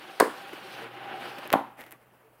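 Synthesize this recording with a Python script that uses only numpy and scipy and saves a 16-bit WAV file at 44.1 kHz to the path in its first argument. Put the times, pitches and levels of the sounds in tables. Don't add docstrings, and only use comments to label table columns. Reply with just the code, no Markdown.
import sys
import numpy as np
from scipy import signal
from scipy.fft import rfft, irfft
from scipy.io import wavfile
from scipy.ndimage import uniform_filter1d

SR = 44100
rng = np.random.default_rng(int(sys.argv[2]) if len(sys.argv) > 2 else 0)


def to_wav(sig):
    pcm = np.clip(np.atleast_2d(sig), -1, 1) * 32767
    pcm = np.round(pcm).astype(np.int16)
    wavfile.write(sys.argv[1], SR, pcm.T)


N = 105840
TIME_S = np.arange(N) / SR

# (thud time [s], thud [dB], crunch [dB], crack [dB],
# crack lead [s], crunch lead [s], split [dB], split lead [s], thud send [dB], crunch send [dB])
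CHOPS = [(0.2087, -5.5, -17.5, -16, .0083, .0102, -13, .0052, 0, 0),
         (1.5393, -5.5, -16.5, -23.5, 0.0082, .0062, -13.5, .0046, -1.5, -1.5)]
# (frequency [Hz], relative level [dB])
THUD_SPECTRA = [
    [(30, -39.5), (100, -28.5), (250, -7), (460, 1.5), (650, -4.5), (880, -7), (1060, 2), (1320, -10.5),
     (1660, -6), (2300, -34), (5000, -36), (16000, -53)],
    [(30, -44), (100, -16.5), (280, -4), (430, -13), (600, -3), (790, 4), (1100, -6.5), (1500, -10),
     (2000, -28), (3300, -38), (5000, -42), (16000, -55)],
]
# (frequency [Hz], relative level [dB])
CRUNCH_SPECTRA = [
    [(50, -48), (300, -4), (1100, 0.5), (1750, -4), (2300, -19.5), (3600, -18.5), (4900, -15), (6800, -32),
     (9500, -23.5), (16000, -37)],
    [(50, -25), (300, -14.5), (900, 9), (1500, -6), (2500, -14.5), (3800, -16), (5200, -37), (7000, -37),
     (12000, -34), (16000, -30)],
]
# (frequency [Hz], relative level [dB])
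CRACK_SPECTRA = [
    [(300, -17), (2000, 13), (4800, -14), (6800, -3), (9300, 3.5), (10800, -3.5), (12500, -2.5),
     (16000, -4.5)],
    [(300, 1), (2000, 8.5), (4000, -4), (5500, -10.5), (8000, -13), (11500, -1.5), (14000, -7),
     (16000, -12)],
]
# (delay [s], gain [dB], low-pass cutoff [Hz])
WALL_ECHOES = [(0.0115, -15.5, 2500), (0.0144, -12.5, 1400), (.0179, -1, 540), (.0525, -20, 1300),
               (.072, -18.5, 1100)]
# (frequency [Hz], relative level [dB], T60 [s])
RING_MODES = [(221, 2, .3), (279, 3, .26), (338, 0, .27), (392, -2, .25), (442, 1, .22), (505, 1, .24),
              (556, -3, .25), (636, -3, .26), (739, -4, .25), (800, -2, .24), (888, -5, .24),
              (984, -2, .37), (1051, -4, .3), (1172, -2, .3), (1468, -2, .28), (1641, -2, .26)]
# (frequency [Hz], gain [dB])
YARD_EQ = [(60, -10), (150, 2.5), (300, 5), (600, -3), (1000, -1), (1800, 3.5), (3000, 2.5), (5500, 1),
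           (9500, 1), (16000, 1)]
# (frequency [Hz], T60 [s])
YARD_DECAY = [(100, 0.35), (400, 0.39), (1000, 0.49), (2500, 0.33), (7000, 0.37), (16000, 0.27)]

# (time [s], level [dB])
RUSH_ENVELOPE = [(0, -47.5), (.19, -49), (.45, -47), (.7, -45.5), (.82, -43), (.9, -47.5), (1.0, -44),
                 (1.13, -40.5), (1.19, -44.5), (1.25, -40), (1.33, -45), (1.46, -43.5), (1.5, -44.5),
                 (1.62, -53.5), (1.74, -62.5), (1.98, -67.5), (2.4, -71.5)]
# (frequency [Hz], relative level [dB])
RUSH_SPECTRUM = [(30, -36.5), (90, -20), (140, -6.5), (350, -3.5), (650, -0.5), (1200, -1.5), (1520, 0.5),
                 (2000, -5), (3000, -4.5), (4200, -22), (6500, -53), (16000, -40)]
# (frequency [Hz], half-width [Hz], level re rush [dB])
RUSH_NOTES = [(366.5, 22, -11.5), (544, 45, -15), (869, 10, -20.5), (308, 3.3, -17)]
# (time [s], level [dB])
HISS_ENVELOPE = [(0, -57.5), (.19, -54), (.5, -54.5), (.62, -54), (.76, -52.5), (.83, -52.5), (.89, -64),
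                 (1.05, -60.5), (1.19, -57), (1.24, -49.5), (1.34, -54), (1.46, -54.5), (1.49, -60.5),
                 (1.6, -69), (1.75, -81), (2.4, -90)]
# (frequency [Hz], relative level [dB])
HISS_SPECTRUM = [(1000, -14), (3000, 11), (4500, 8.5), (6000, -1.5), (7200, -6), (8700, -2.5),
                 (11000, -3.5), (15500, -5), (16400, -36)]
# (time [s], level [dB])
MOAN_ENVELOPE = [(0, -56), (.45, -52), (.62, -57.5), (.85, -53), (1.0, -52), (1.14, -41), (1.2, -45),
                 (1.35, -52.5), (1.5, -57), (1.75, -60), (2.0, -90)]
# (frequency [Hz], half-width [Hz], relative level [dB])
MOAN_NOTES = [(781.7, 26, 1), (813, 6.5, -4)]

# (time [s], level [dB], decay [s], rub level [dB])
BUMPS = [(.531, -38.5, 0.0087, -41.5), (1.176, -42, 0.003, -56), (1.383, -31.5, 0.0064, -55),
         (1.452, -40, 0.0085, -56), (1.517, -32.5, 0.0092, -59)]
# (frequency [Hz], relative level [dB])
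BUMP_SPECTRUM = [(40, -38), (100, -29), (170, -8.5), (290, 2), (410, 0.5), (560, 1.5), (900, -12),
                 (2500, -16), (6000, -33.5), (15000, -34.5)]
# (time [s], level [dB], rise [s], decay [s])
RUBS = [(1.765, -43.5, 0.04, 0.034), (1.857, -50, 0.008, 0.029), (1.905, -51.5, 0.023, 0.02)]
# (frequency [Hz], relative level [dB])
RUB_SPECTRUM = [(60, -17), (300, 0), (720, 2.5), (1100, -6), (2000, 1.5), (2800, -9.5), (4500, -21.5),
                (7000, -23), (11000, -19), (15600, -19), (16500, -38)]
# (time [s], body [dB], treble [dB])
TICKS = [(1.4760, -56, -39.5), (1.5035, -26, -43), (1.5285, -17, -20.5), (1.8097, -41, -43),
         (1.8168, -39, -57), (1.8396, -44, -52), (1.8655, -47, -54), (1.9099, -47, -44),
         (1.9186, -45.5, -44), (1.9238, -42.5, -38.5)]
# (frequency [Hz], relative level [dB])
TICK_BODY_SPECTRUM = [(60, -11), (400, -16), (1200, 2), (2600, 0), (5000, -13), (16000, -41.5)]
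# (frequency [Hz], relative level [dB])
TICK_TREBLE_SPECTRUM = [(500, -35), (5000, -17), (8000, -6), (12500, 3), (16000, -6)]

# (frequency [Hz], relative level [dB])
AIR_SPECTRUM = [(25, -26), (50, -4), (90, -9), (150, -2.5), (280, -4), (450, -3), (750, -2.5), (1300, -8),
                (2400, -16), (3400, -29.5), (4600, -27.5), (7000, -30.5), (10000, -23.5), (15700, -21.5),
                (16500, -42)]
# (time [s], level [dB])
HUM_ENVELOPE = [(0, -72), (.45, -71), (.6, -62.5), (1.1, -61.5), (1.4, -67), (1.95, -70), (2.15, -73.5),
                (2.4, -74)]
# (time [s], length [s], frequency [Hz], level [dB])
TONES = [(.64, 0.03, 377, -45), (.80, 0.085, 458, -43), (1.94, 0.025, 1147, -55), (2.22, 0.081, 442, -59.5)]
# (frequency [Hz], gain [dB])
MIC_EQ = [(100, -3), (135, 0)]

CRACK_RISE_S, CRACK_HOLD_S, CRACK_FALL_S = 0.00076, 0.00098, 0.00065
CRUNCH_RISE_S, CRUNCH_FALL_S, SNAPS_PER_S = 0.0014, 0.0011, 5000
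YARD_THUD_DB, YARD_CRACK_DB, YARD_BUILD_S, RING_PEAK_GAIN_DB = -13, -7, 0.0044, 9
BUMP_RISE_S, BUMP_HOLD_S = 0.00096, 0.0014
RUB_SLIPS_PER_S, RUB_SPREAD_DB, RUB_GRIT_DB = 570, 7.5, -7
AIR_DB, HUM_HZ, HUM_HALF_WIDTH_HZ, HUM_WAVER = -61.5, 122, 4, 0.4
MIC_CUTOFF_HZ = 16300


def axe():
    cut, thud, thud_send, crunch_send, crack_send = np.zeros((5, N))
    for chop, low, mid, top in zip(CHOPS, THUD_SPECTRA, CRUNCH_SPECTRA, CRACK_SPECTRA):
        (at_s, thud_db, crunch_db, crack_db, crack_lead_s, crunch_lead_s,
         split_db, split_lead_s, thud_send_db, crunch_send_db) = chop
        crack = burst(top, CRACK_RISE_S, CRACK_HOLD_S, CRACK_FALL_S)
        crunch = burst(mid, CRUNCH_RISE_S, crunch_lead_s - CRUNCH_RISE_S, CRUNCH_FALL_S)
        add(cut, at_s - crack_lead_s, amp(crack_db) * crack)
        add(cut, at_s - crunch_lead_s, amp(crunch_db) * crunch)
        add(cut, at_s - split_lead_s, amp(split_db) * click(mid))
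        add(thud, at_s, amp(thud_db) * click(low))
        add(thud_send, at_s, amp(thud_db + thud_send_db) * click(low))
        add(crunch_send, at_s - split_lead_s, amp(crunch_db + crunch_send_db) * click(mid))
        add(crack_send, at_s - crack_lead_s, amp(crack_db + YARD_CRACK_DB) * click(top))
    reverb = amp(YARD_THUD_DB) * yard(thud_send) + yard(crunch_send) + yard(crack_send)
    return cut + thud + wall_echoes(thud) + ringing(thud_send) + reverb


def wall_echoes(thud):
    out = np.zeros(N)
    for delay_s, db, cutoff_hz in WALL_ECHOES:
        dulled = signal.lfilter(*signal.butter(2, cutoff_hz, fs=SR), thud)
        add(out, delay_s, amp(db) * dulled)
    return out


def ringing(thud):
    t = TIME_S[:SR]
    modes = sum(amp(db - 60 * t / t60_s) * np.sin(2 * np.pi * hz * t) for hz, db, t60_s in RING_MODES)
    modes /= abs(rfft(modes)).max()
    onset = 1 - np.exp(-t / YARD_BUILD_S)
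    return convolve(thud, amp(RING_PEAK_GAIN_DB) * onset * modes)


def yard(send):
    hz, frame_s, bands = signal.stft(rng.choice([-1., 1.], SR), SR, nperseg=256)
    decay = amp(-60 * frame_s / log_interp(YARD_DECAY, hz)[:, None])
    tail = signal.istft(bands * decay, SR, nperseg=256)[1][:SR]
    tail *= 1 - np.exp(-(TIME_S[:SR] / YARD_BUILD_S) ** 2)
    return convolve(send, convolve(unit_energy(tail), impulse(YARD_EQ)))


def rushing():
    rush = drifting_noise(RUSH_SPECTRUM, patchy_db=0.5, flicker_db=1.5)
    rush += sum(amp(db) * resonance(hz, half_width_hz) for hz, half_width_hz, db in RUSH_NOTES)
    hiss = drifting_noise(HISS_SPECTRUM, patchy_db=2.0, flicker_db=1.3)
    moan = sum(amp(db) * resonance(hz, half_width_hz) for hz, half_width_hz, db in MOAN_NOTES)
    return gain(RUSH_ENVELOPE) * rush + gain(HISS_ENVELOPE) * hiss + gain(MOAN_ENVELOPE) * moan


def handling():
    out = np.zeros(N)
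    for at_s, db, fall_s, rub_db in BUMPS:
        add(out, at_s, amp(db) * burst(BUMP_SPECTRUM, BUMP_RISE_S, BUMP_HOLD_S, fall_s))
        add(out, at_s, amp(rub_db) * rub(BUMP_HOLD_S, fall_s))
    for at_s, db, rise_s, fall_s in RUBS:
        add(out, at_s, amp(db) * rub(rise_s, fall_s))
    for at_s, body_db, treble_db in TICKS:
        add(out, at_s, amp(body_db) * click(TICK_BODY_SPECTRUM))
        add(out, at_s, amp(treble_db) * click(TICK_TREBLE_SPECTRUM))
    return out


def rub(rise_s, fall_s):
    n = SR // 4
    slips = amp(RUB_SPREAD_DB * np.minimum(rng.exponential(1, n), 2))
    slips *= rng.random(n) < RUB_SLIPS_PER_S / SR
    friction = rng.standard_normal(n) + amp(RUB_GRIT_DB) * unit_rms(slips)
    return shaped(friction, RUB_SPECTRUM, rise_s, 0, fall_s)


def background():
    hum = np.sqrt(2) * np.sin(2 * np.pi * HUM_HZ * TIME_S)
    hum += HUM_WAVER * resonance(HUM_HZ, HUM_HALF_WIDTH_HZ)
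    air = drifting_noise(AIR_SPECTRUM, patchy_db=1.5, flicker_db=1.2)
    out = amp(AIR_DB) * air + gain(HUM_ENVELOPE) * hum
    for at_s, length_s, hz, db in TONES:
        t = np.arange(0, length_s, 1 / SR)
        add(out, at_s, amp(db) * np.sin(np.pi * t / length_s) * np.sin(2 * np.pi * hz * t))
    return out


def burst(spectrum, rise_s, hold_s, fall_s):
    n = SR // 4
    mean_gap = round(SR / SNAPS_PER_S)
    signs = rng.choice([-1., 1.], n)
    snaps = rng.random(n) < 1 / mean_gap
    return shaped(signs * (0.5 + snaps), spectrum, rise_s, hold_s, fall_s)


def shaped(x, spectrum, rise_s, hold_s, fall_s):
    t = TIME_S[:len(x)]
    envelope = np.minimum(t / rise_s, 1) * np.exp(-np.maximum(t - rise_s - hold_s, 0) / fall_s)
    return convolve(unit_rms(x) * envelope, unit_energy(impulse(spectrum)))


def click(spectrum):
    return unit_energy(impulse(spectrum)) * np.sqrt(SR / 1000)


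def impulse(spectrum, size=4096):
    hz = abs(np.fft.fftfreq(size, 1 / SR))
    log_gain = np.log(amp(log_interp(spectrum, hz)))
    response = np.exp(np.conj(signal.hilbert(log_gain)))
    return np.fft.ifft(response).real[:size // 2]


def drifting_noise(spectrum, patchy_db, flicker_db):
    bands = signal.stft(rng.standard_normal(N), SR, nperseg=512, noverlap=384)[2]
    patches = uniform_filter1d(rng.standard_normal(bands.shape), size=7, axis=0)
    patches = unit_rms(uniform_filter1d(patches, size=14, axis=1))
    flicker = unit_rms(uniform_filter1d(rng.standard_normal(bands.shape[1]), size=6))
    bands *= amp(patchy_db * patches + flicker_db * flicker)
    noise = signal.istft(bands, SR, nperseg=512, noverlap=384)[1][:N]
    colour = amp(log_interp(spectrum, np.fft.rfftfreq(N, 1 / SR)))
    return unit_rms(irfft(rfft(noise) * colour, N))


def resonance(hz, half_width_hz):
    detuning = (np.fft.rfftfreq(N, 1 / SR) - hz) / half_width_hz
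    return unit_rms(irfft(rfft(rng.standard_normal(N)) / (1 + detuning ** 2), N))


def log_interp(points, hz):
    table_hz, values = np.transpose(points)
    return np.interp(np.log(hz + 1), np.log(table_hz), values)


def gain(envelope):
    return amp(np.interp(TIME_S, *np.transpose(envelope)))


def amp(db):
    return 10 ** (np.asarray(db) / 20)


def unit_rms(x):
    return x / np.sqrt(np.mean(x ** 2) + 1e-20)


def unit_energy(x):
    return x / np.linalg.norm(x)


def convolve(x, response):
    return signal.fftconvolve(x, response)[:N]


def add(mix, at_s, sound):
    part = mix[round(at_s * SR):][:len(sound)]
    part += sound[:len(part)]


def scene():
    return (axe() + rushing() + background() + handling())[None]


def record(dry):
    thinned = convolve(dry[0], impulse(MIC_EQ))
    lowpass = signal.firwin(255, MIC_CUTOFF_HZ, window=("kaiser", 9), fs=SR)
    return signal.oaconvolve(thinned, lowpass, "same")[None]


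dry = scene()
out = record(dry)
to_wav(out)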